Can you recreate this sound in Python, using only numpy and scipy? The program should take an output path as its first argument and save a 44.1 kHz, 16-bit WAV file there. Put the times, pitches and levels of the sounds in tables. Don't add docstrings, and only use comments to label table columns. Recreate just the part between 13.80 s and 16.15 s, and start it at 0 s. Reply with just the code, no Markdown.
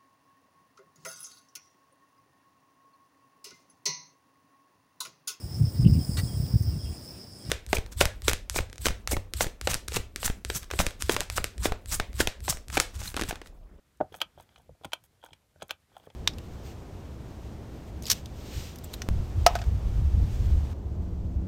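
import sys
import numpy as np
from scipy import signal
from scipy.io import wavfile
from scipy.ndimage import uniform_filter1d

SR = 44100
rng = np.random.default_rng(int(sys.argv[2]) if len(sys.argv) > 2 else 0)


def store_wav(level_fs):
    pcm = np.round(np.clip(np.atleast_2d(level_fs), -1, 1) * 32767)
    wavfile.write(sys.argv[1], SR, pcm.T.astype(np.int16))


def voltage_ratio(level):
    return 10 ** (np.asarray(level, float) / 20)


N = 103635

# (frequency [Hz], level [dB per Hz])
HUSH = [(15, -36), (25, -11), (53, 3), (80, -2.5), (214, -11), (245, -14.5), (1180, -22), (14800, -34),
        (16500, -59.5)]
# (time [s], change [dB])
HAND_SHIFTS = [(0, 0), (.15, -1), (.3, 2), (.5, 2), (.75, -0.5), (1.0, 0.5), (1.2, -1.5), (1.399, 0),
               (1.65, -1), (1.85, -2.5), (2.05, 0), (2.25, 4.5), (2.35, 1)]
# (time [s], level [dB], extra level of the lower tones [dB])
WIRE_TICKS = [(.173, -65, 5), (.348, -49.5, -2), (.3515, -47.5, 4), (.362, -43, -0.5), (.3695, -43, -5),
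              (.3785, -49.5, -9), (0.385, -58.5, -1), (.4045, -44.5, -25), (.4127, -41, -23),
              (0.5995, -67, 14), (.6077, -45.5, -1.5), (0.613, -63, -6), (.6252, -51.5, -0.5),
              (.784, -59, 3), (0.819, -61, 0), (1.036, -60, 3), (1.0475, -44, 1.5), (1.0507, -40, 4),
              (1.1292, -53, -20), (1.239, -46, -3.5), (1.439, -55, 3), (1.447, -44.5, -6), (1.4616, -48, 2),
              (1.534, -55, 5), (1.8215, -60, -25), (1.827, -43.5, 9.5), (1.8819, -47, -6),
              (1.9039, -45, -18), (2.1668, -57, 4.5), (2.18, -57, 6)]
# (frequency [Hz], level [dB], time to fade by 60 dB [s])
WIRE_TONES = [(6610, 6, 0.0066), (8160, 14, 0.0021), (9190, 7, 0.0026), (11600, 7, 0.0025),
              (13100, 7.5, 0.0018), (14600, -7.5, .007)]
# (frequency [Hz], time to fade by 60 dB [s])
ROOM_FADE = [(300, 0.12), (1000, 0.13), (4000, 0.095), (12000, 0.095)]
# (time [s], knock level [dB], knock pitch [Hz], thud level [dB])
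HAND_BUMPS = [(.2036, -23.5, 756, -44), (0.2057, -27.5, 335.6, -62.5), (0.2101, -13.5, 665, -39.5),
              (.2180, -28.5, 598, -55.5), (.2245, -41, 676, -45), (.321, -43.5, 375, -51),
              (.5765, -42, 620, -46.5), (.6, -77, 495, -58), (.798, -52.5, 778, -58.5),
              (.893, -42, 518, -45.5), (.909, -57.5, 310, -43.5), (.95, -56, 650, -73),
              (1.012, -49.5, 505, -53.5), (1.053, -38.5, 320, -43.5), (1.52, -57, 250.5, -52),
              (1.76, -52, 636, -51), (1.828, -42.5, 334, -52), (1.91, -59, 340, -56.5),
              (2.272, -36.5, 488, -54)]
# (frequency [Hz], level [dB], time to fade by 60 dB [s])
THUD_TONES = [(58, -7, 0.16), (91.7, 4.5, 0.13), (136.7, 4.5, 0.091)]
# (start [s], length [s], shell level [dB], hiss level [dB])
CAM_SCRAPES = [(.325, 0.067, -58.5, -66.5), (0.409, 0.02, -37.5, -73), (0.574, 0.061, -61.5, -71.5),
               (0.201, .016, -54.5, -80), (0.708, 0.11, -67, -80.5), (1.019, 0.035, -65, -76.5),
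               (1.124, 0.011, -40, -65), (1.236, 0.027, -69, -64.5), (1.429, 0.048, -62, -71.5),
               (1.797, 0.0355, -60, -81.5), (1.81, .011, -53, -80), (1.884, 0.0038, -60, -64),
               (1.8941, 0.014, -36, -76.5), (2.129, 0.08, -66.5, -77.5), (2.229, 0.038, -63.5, -70),
               (2.336, .015, -78, -72)]
# (frequency [Hz], level [dB], time to fade by 60 dB [s])
SHELL_TONES = [(1051.5, -6.5, 0.0077), (1436, -11, 0.011), (1562, -14.5, 0.011), (2180, -3.5, 0.004),
               (2408, -8, 0.011), (2587, -11.5, 0.012), (3167, 4, 0.0056), (2965, -18, .022),
               (3320, -14, 0.03), (3903, -12.5, 0.0093), (4680, -9.5, 0.0048), (5320, -26, 0.013),
               (5850, -17, .009), (6930, -25.5, 0.028)]
# (frequency [Hz], level [dB], time to fade by 60 dB [s])
RUBBED_SHELL_TONES = [(1210, -4.5, .012), (1537, 0.5, .014), (2450, -9.5, 0.013), (3330, -1.5, 0.0095)]
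# (frequency [Hz], level [dB], time to fade by 60 dB [s])
BOX_TONES = [(320, -11, 0.05), (560, -7.5, 0.038), (650, -2.5, 0.026), (764, 7, 0.014), (882, 11.5, 0.0084),
             (1259, 4, 0.0097)]
# (multiple of the knock pitch [ratio], level [dB], time to fade by 60 dB [s])
KNOCK_TONES = [(.65, -6, 0.022), (.95, 4, 0.017), (1.12, -6, .022), (1.36, -12.5, 0.013),
               (1.6, -25.5, 0.025), (2.2, -14, 0.016)]
PART_TIMES = [.2112, .2125, .3425, .4168, .5995, .7595, .7600, 1.0465, 1.1335, 1.140, 1.4282, 1.4625,
              1.5322, 1.5335, 1.7595, 1.8215, 1.8955, 1.9085, 2.267, 2.3015]
# (level [dB], frequency [Hz])
PART_TONES = [(-40.5, 1000), (-50.5, 2700), (-43, 1700), (-42, 6850), (-57, 1530), (-49, 2450), (-69, 5500),
              (-43, 1450), (-33, 1450), (-41.5, 3050), (-49.5, 1500), (-46, 1480), (-53, 2400), (-43, 5400),
              (-58, 1520), (-37.5, 1300), (-37, 3400), (-36, 1500), (-52.5, 1740), (-59, 5000)]
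# (time [s], shell level [dB], box level [dB])
LINKAGE_TAPS = [(0.3239, -45, -56), (0.3422, -35.5, -37.5), (.349, -42, -42.5), (0.404, -34, -50),
                (0.576, -92, -60), (0.583, -66, -56), (0.5991, -45.5, -42.5), (0.691, -54, -63),
                (0.76, -42, -55.5), (0.779, -54, -54), (1.0117, -76, -58.5), (1.036, -45, -46.5),
                (1.0461, -30, -36.5), (1.0512, -33, -34), (1.1199, -35, -47), (1.24, -55.5, -59.5),
                (1.4277, -56, -53.5), (1.4389, -53, -38.5), (1.4533, -47, -53.5), (1.4618, -48, -49),
                (1.4866, -51.5, -52), (1.508, -65, -57), (1.5314, -38, -57), (1.8104, -48, -63),
                (1.821, -28, -32), (1.8250, -42, -36.5), (1.8939, -36, -61), (2.118, -74, -62),
                (2.153, -70, -56), (2.1666, -49, -41.5), (2.199, -59, -55.5), (2.238, -57, -59),
                (2.267, -62, -58), (2.3013, -45.5, -54)]
# (time [s], level [dB], bounce level [dB], pitch [ratio])
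BEAK_SNAPS = [
    (.4160, -15.5, -1.5, 1),
    (1.1330, -16.5, -5.5, 1.005),
    (1.9080, -19, -5.5, 1.03),
]
# (time [s], level [dB])
PLATE_PINGS = [(.5683, -65), (.5838, -57.5), (.691, -58.5), (.722, -72), (1.4030, -75), (1.4165, -59),
               (1.4235, -71.5), (1.4295, -55), (1.4385, -44.5), (1.4445, -62), (1.4525, -52), (1.4625, -55),
               (1.470, -68), (1.5068, -54.5), (1.5225, -60), (1.5318, -58), (1.8215, -33.5), (2.1273, -66),
               (2.147, -63), (2.154, -64), (2.1665, -48.5), (2.1986, -57), (2.2635, -63), (2.3012, -54)]
# (frequency [Hz], level [dB], time to fade by 60 dB [s])
PLATE_TONES = [(3250, 4.5, .012), (3266, 1.5, 0.015), (2620, -27, 0.017)]


def evened(x):
    return x / np.sqrt(np.mean(x ** 2) + 1e-20)


def read(points, hz):
    f, value = np.transpose(points)
    return np.interp(np.log(hz + 1), np.log(f + 1), value)


def passed(x, hz, kind, order=2):
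    return signal.sosfilt(signal.butter(order, hz, kind, fs=SR, output="sos"), x)


def ring(drive, tones, rise_s, low_hz):
    t = np.arange(6000) / SR
    body = sum(voltage_ratio(db - 60 * t / t60) * np.sin(2 * np.pi * hz * t) for hz, db, t60 in tones)
    body = passed(body * (1 - np.exp(-t / rise_s)), low_hz, "high")
    return signal.oaconvolve(drive, body / abs(body).max())[:N]


def blows(times, levels_db, chatter_db, chatter_s):
    out, t = np.zeros(N + 600), np.arange(600) / SR
    pushes = rng.standard_normal((len(times), 600)) * voltage_ratio(chatter_db) * np.exp(-t / chatter_s)
    pushes[:, 0] = -1
    for s, db, push in zip(times, levels_db, pushes):
        out[round(s * SR):][:600] += voltage_ratio(db) * push
    return out[:N]


def air():
    frames, hz = N // 256 + 5, np.fft.rfftfreq(1024, 1 / SR)
    a, b, patches = rng.standard_normal((frames, 513, 3)).T
    patches = evened(uniform_filter1d(uniform_filter1d(patches, 12, 0), 10, 1))
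    swell = evened(uniform_filter1d(rng.standard_normal(frames), 8))
    hands = np.interp(np.arange(frames) * 256 / SR, *np.transpose(HAND_SHIFTS))
    patch_db = patches * read([(100, 2.3), (1000, 2.0), (6000, .4)], hz)[:, None]
    swell_db = swell * read([(100, 0.83), (1000, 1.4), (9000, 0.5)], hz)[:, None]
    hands_db = hands * read([(60, 0.44), (300, 1.5), (2000, 1.4), (8000, .2)], hz)[:, None]
    z = (a + 1j * b) * voltage_ratio(read(HUSH, hz)[:, None] + patch_db + swell_db + hands_db)
    hush = signal.istft(z, nperseg=1024, noverlap=768)[1][:N]
    return voltage_ratio(-66) * evened(hush)


def wire(lower_drive, upper_drive):
    half = len(WIRE_TONES) // 2
    lower = ring(lower_drive, WIRE_TONES[:half], .00003, 2500)
    return lower + ring(upper_drive, WIRE_TONES[half:], .00003, 11000)


def ticks():
    s, db, lower_db = np.transpose(WIRE_TICKS)
    return wire(blows(s, db + lower_db, -14.5, 0.0022), blows(s, db, -19, 0.0021))


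def room(x):
    echoes = np.zeros(SR // 2)
    at = np.arange(130, len(echoes) - 20, 20)
    echoes[at + rng.integers(0, 20, len(at))] = rng.choice([-1., 1.], len(at))
    hz, t, z = signal.stft(echoes, SR, nperseg=128)
    tail = signal.istft(z * voltage_ratio(-60 * t / read(ROOM_FADE, hz)[:, None]), SR, nperseg=128)[1]
    return signal.fftconvolve(x, tail / np.linalg.norm(tail))[:N]


def thuds():
    lead_s = 0.0063
    s, _, _, thud_db = np.transpose(HAND_BUMPS)
    push = passed(blows(s - lead_s, thud_db, -30, 0.0022), 150, "low")
    return ring(push, THUD_TONES, 0.0027, 25)


def slips(column):
    t, level = np.arange(N) / SR, np.zeros(N)
    for row in CAM_SCRAPES:
        u = t - row[0]
        level += voltage_ratio(row[column]) * np.clip(np.minimum(u / 0.0022, (row[1] - u) / .004 + 1), 0, 1)
    starts = rng.random(N) < 500 / SR
    sizes_db = 3.6 * np.minimum(rng.exponential(1, N), 3)
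    grains = signal.lfilter([1], [1, -np.exp(-1 / (.0008 * SR))], starts * voltage_ratio(sizes_db))
    return level * (0.36 + 0.45 * grains) * rng.standard_normal(N)


def scrapes(slide):
    shell = ring(voltage_ratio(-19.5) * slide, SHELL_TONES, .00004, 780)
    rubbed = ring(voltage_ratio(-19.5) * slide, RUBBED_SHELL_TONES, .0001, 700)
    box = ring(voltage_ratio(-21.0) * slide, BOX_TONES, 0.0012, 360)
    hiss = voltage_ratio(-9.5) * slips(column=3)
    return shell + rubbed + box + wire(hiss, hiss)


def knocks():
    s, knock_db, knock_hz, _ = np.transpose(HAND_BUMPS)
    knock = np.zeros(N)
    for start, db, hz in zip(s, knock_db, knock_hz):
        push = passed(blows([start], [db], -23.5, 0.004), 4.1 * hz, "low")
        knock += ring(push, np.multiply(KNOCK_TONES, [hz, 1, 1]), 0.0014, 190)
    grit = passed(blows(s, knock_db - 46.0, 3.4, .005), 1400, "high")
    return knock + passed(grit, 4900, "low")


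def parts():
    cycles = 30
    out, t = np.zeros(N), np.arange(2000) / SR
    for s, (db, hz) in zip(PART_TIMES, PART_TONES):
        fade = voltage_ratio(db - 60 * t * hz / cycles) * (1 - np.exp(-t / .0003))
        out[round(s * SR):][:2000] -= fade * np.sin(2 * np.pi * hz * t)
    return out


def shell_taps():
    s, shell_db, _ = np.transpose(LINKAGE_TAPS)
    return ring(blows(s, shell_db - 5.5, -11, 0.0037), SHELL_TONES, .00004, 780)


def box_taps():
    s, _, box_db = np.transpose(LINKAGE_TAPS)
    return ring(blows(s, box_db, -18.5, 0.0036), BOX_TONES, 0.0012, 360)


def beak_hits():
    s, db, bounce_db, _ = np.transpose(BEAK_SNAPS)
    times = np.r_[s, s + .0007, s + .0038]
    return blows(times, np.r_[db, db + 3.5, db + bounce_db], -21, .0012)


def snaps(hits):
    s, db, _, seat = np.transpose(BEAK_SNAPS)
    turn = np.searchsorted(s - .01, np.arange(N) / SR) - 1
    shell = sum(ring(hits * (turn == k), np.multiply(SHELL_TONES, [ratio, 1, 1]), .00004, 700)
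                for k, ratio in enumerate(seat))
    box = ring(voltage_ratio(-14) * passed(hits, 610, "high"), BOX_TONES, 0.0012, 360)
    rattle = blows(s + .0007, db, -6.5, 0.0013) + blows(s + .0038, db - 30.0, 14, 0.0036)
    crack = voltage_ratio(-20.5) * (hits + rattle)
    return shell + box + wire(crack, crack) + voltage_ratio(-19.0) * passed(hits, 6000, "high")


def pings():
    s, db = np.transpose(PLATE_PINGS)
    return ring(blows(s, db, -30, 0.00079), PLATE_TONES, 0.00044, 1760)


def scene():
    knock, thud = knocks(), thuds()
    hits, slide = beak_hits(), slips(column=2)
    bird = parts() + shell_taps() + pings() + box_taps() + snaps(hits) + scrapes(slide) + ticks()
    near = bird + knock
    echo = voltage_ratio(-14.5) * room(passed(near, 4860, "low", order=1))
    return (near + echo + thud + air())[None]


def top_cut(x):
    return signal.sosfilt(signal.butter(12, 16650, fs=SR, output="sos"), x)


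def record(dry):
    low_hz, top_hz = 45.08, 16250
    edge = signal.firwin(255, top_hz, window=("kaiser", 9), fs=SR)
    band = signal.oaconvolve(passed(dry, low_hz, "high", order=4), edge[None], "same")
    return top_cut(band)


dry = scene()
out = record(dry)
store_wav(out)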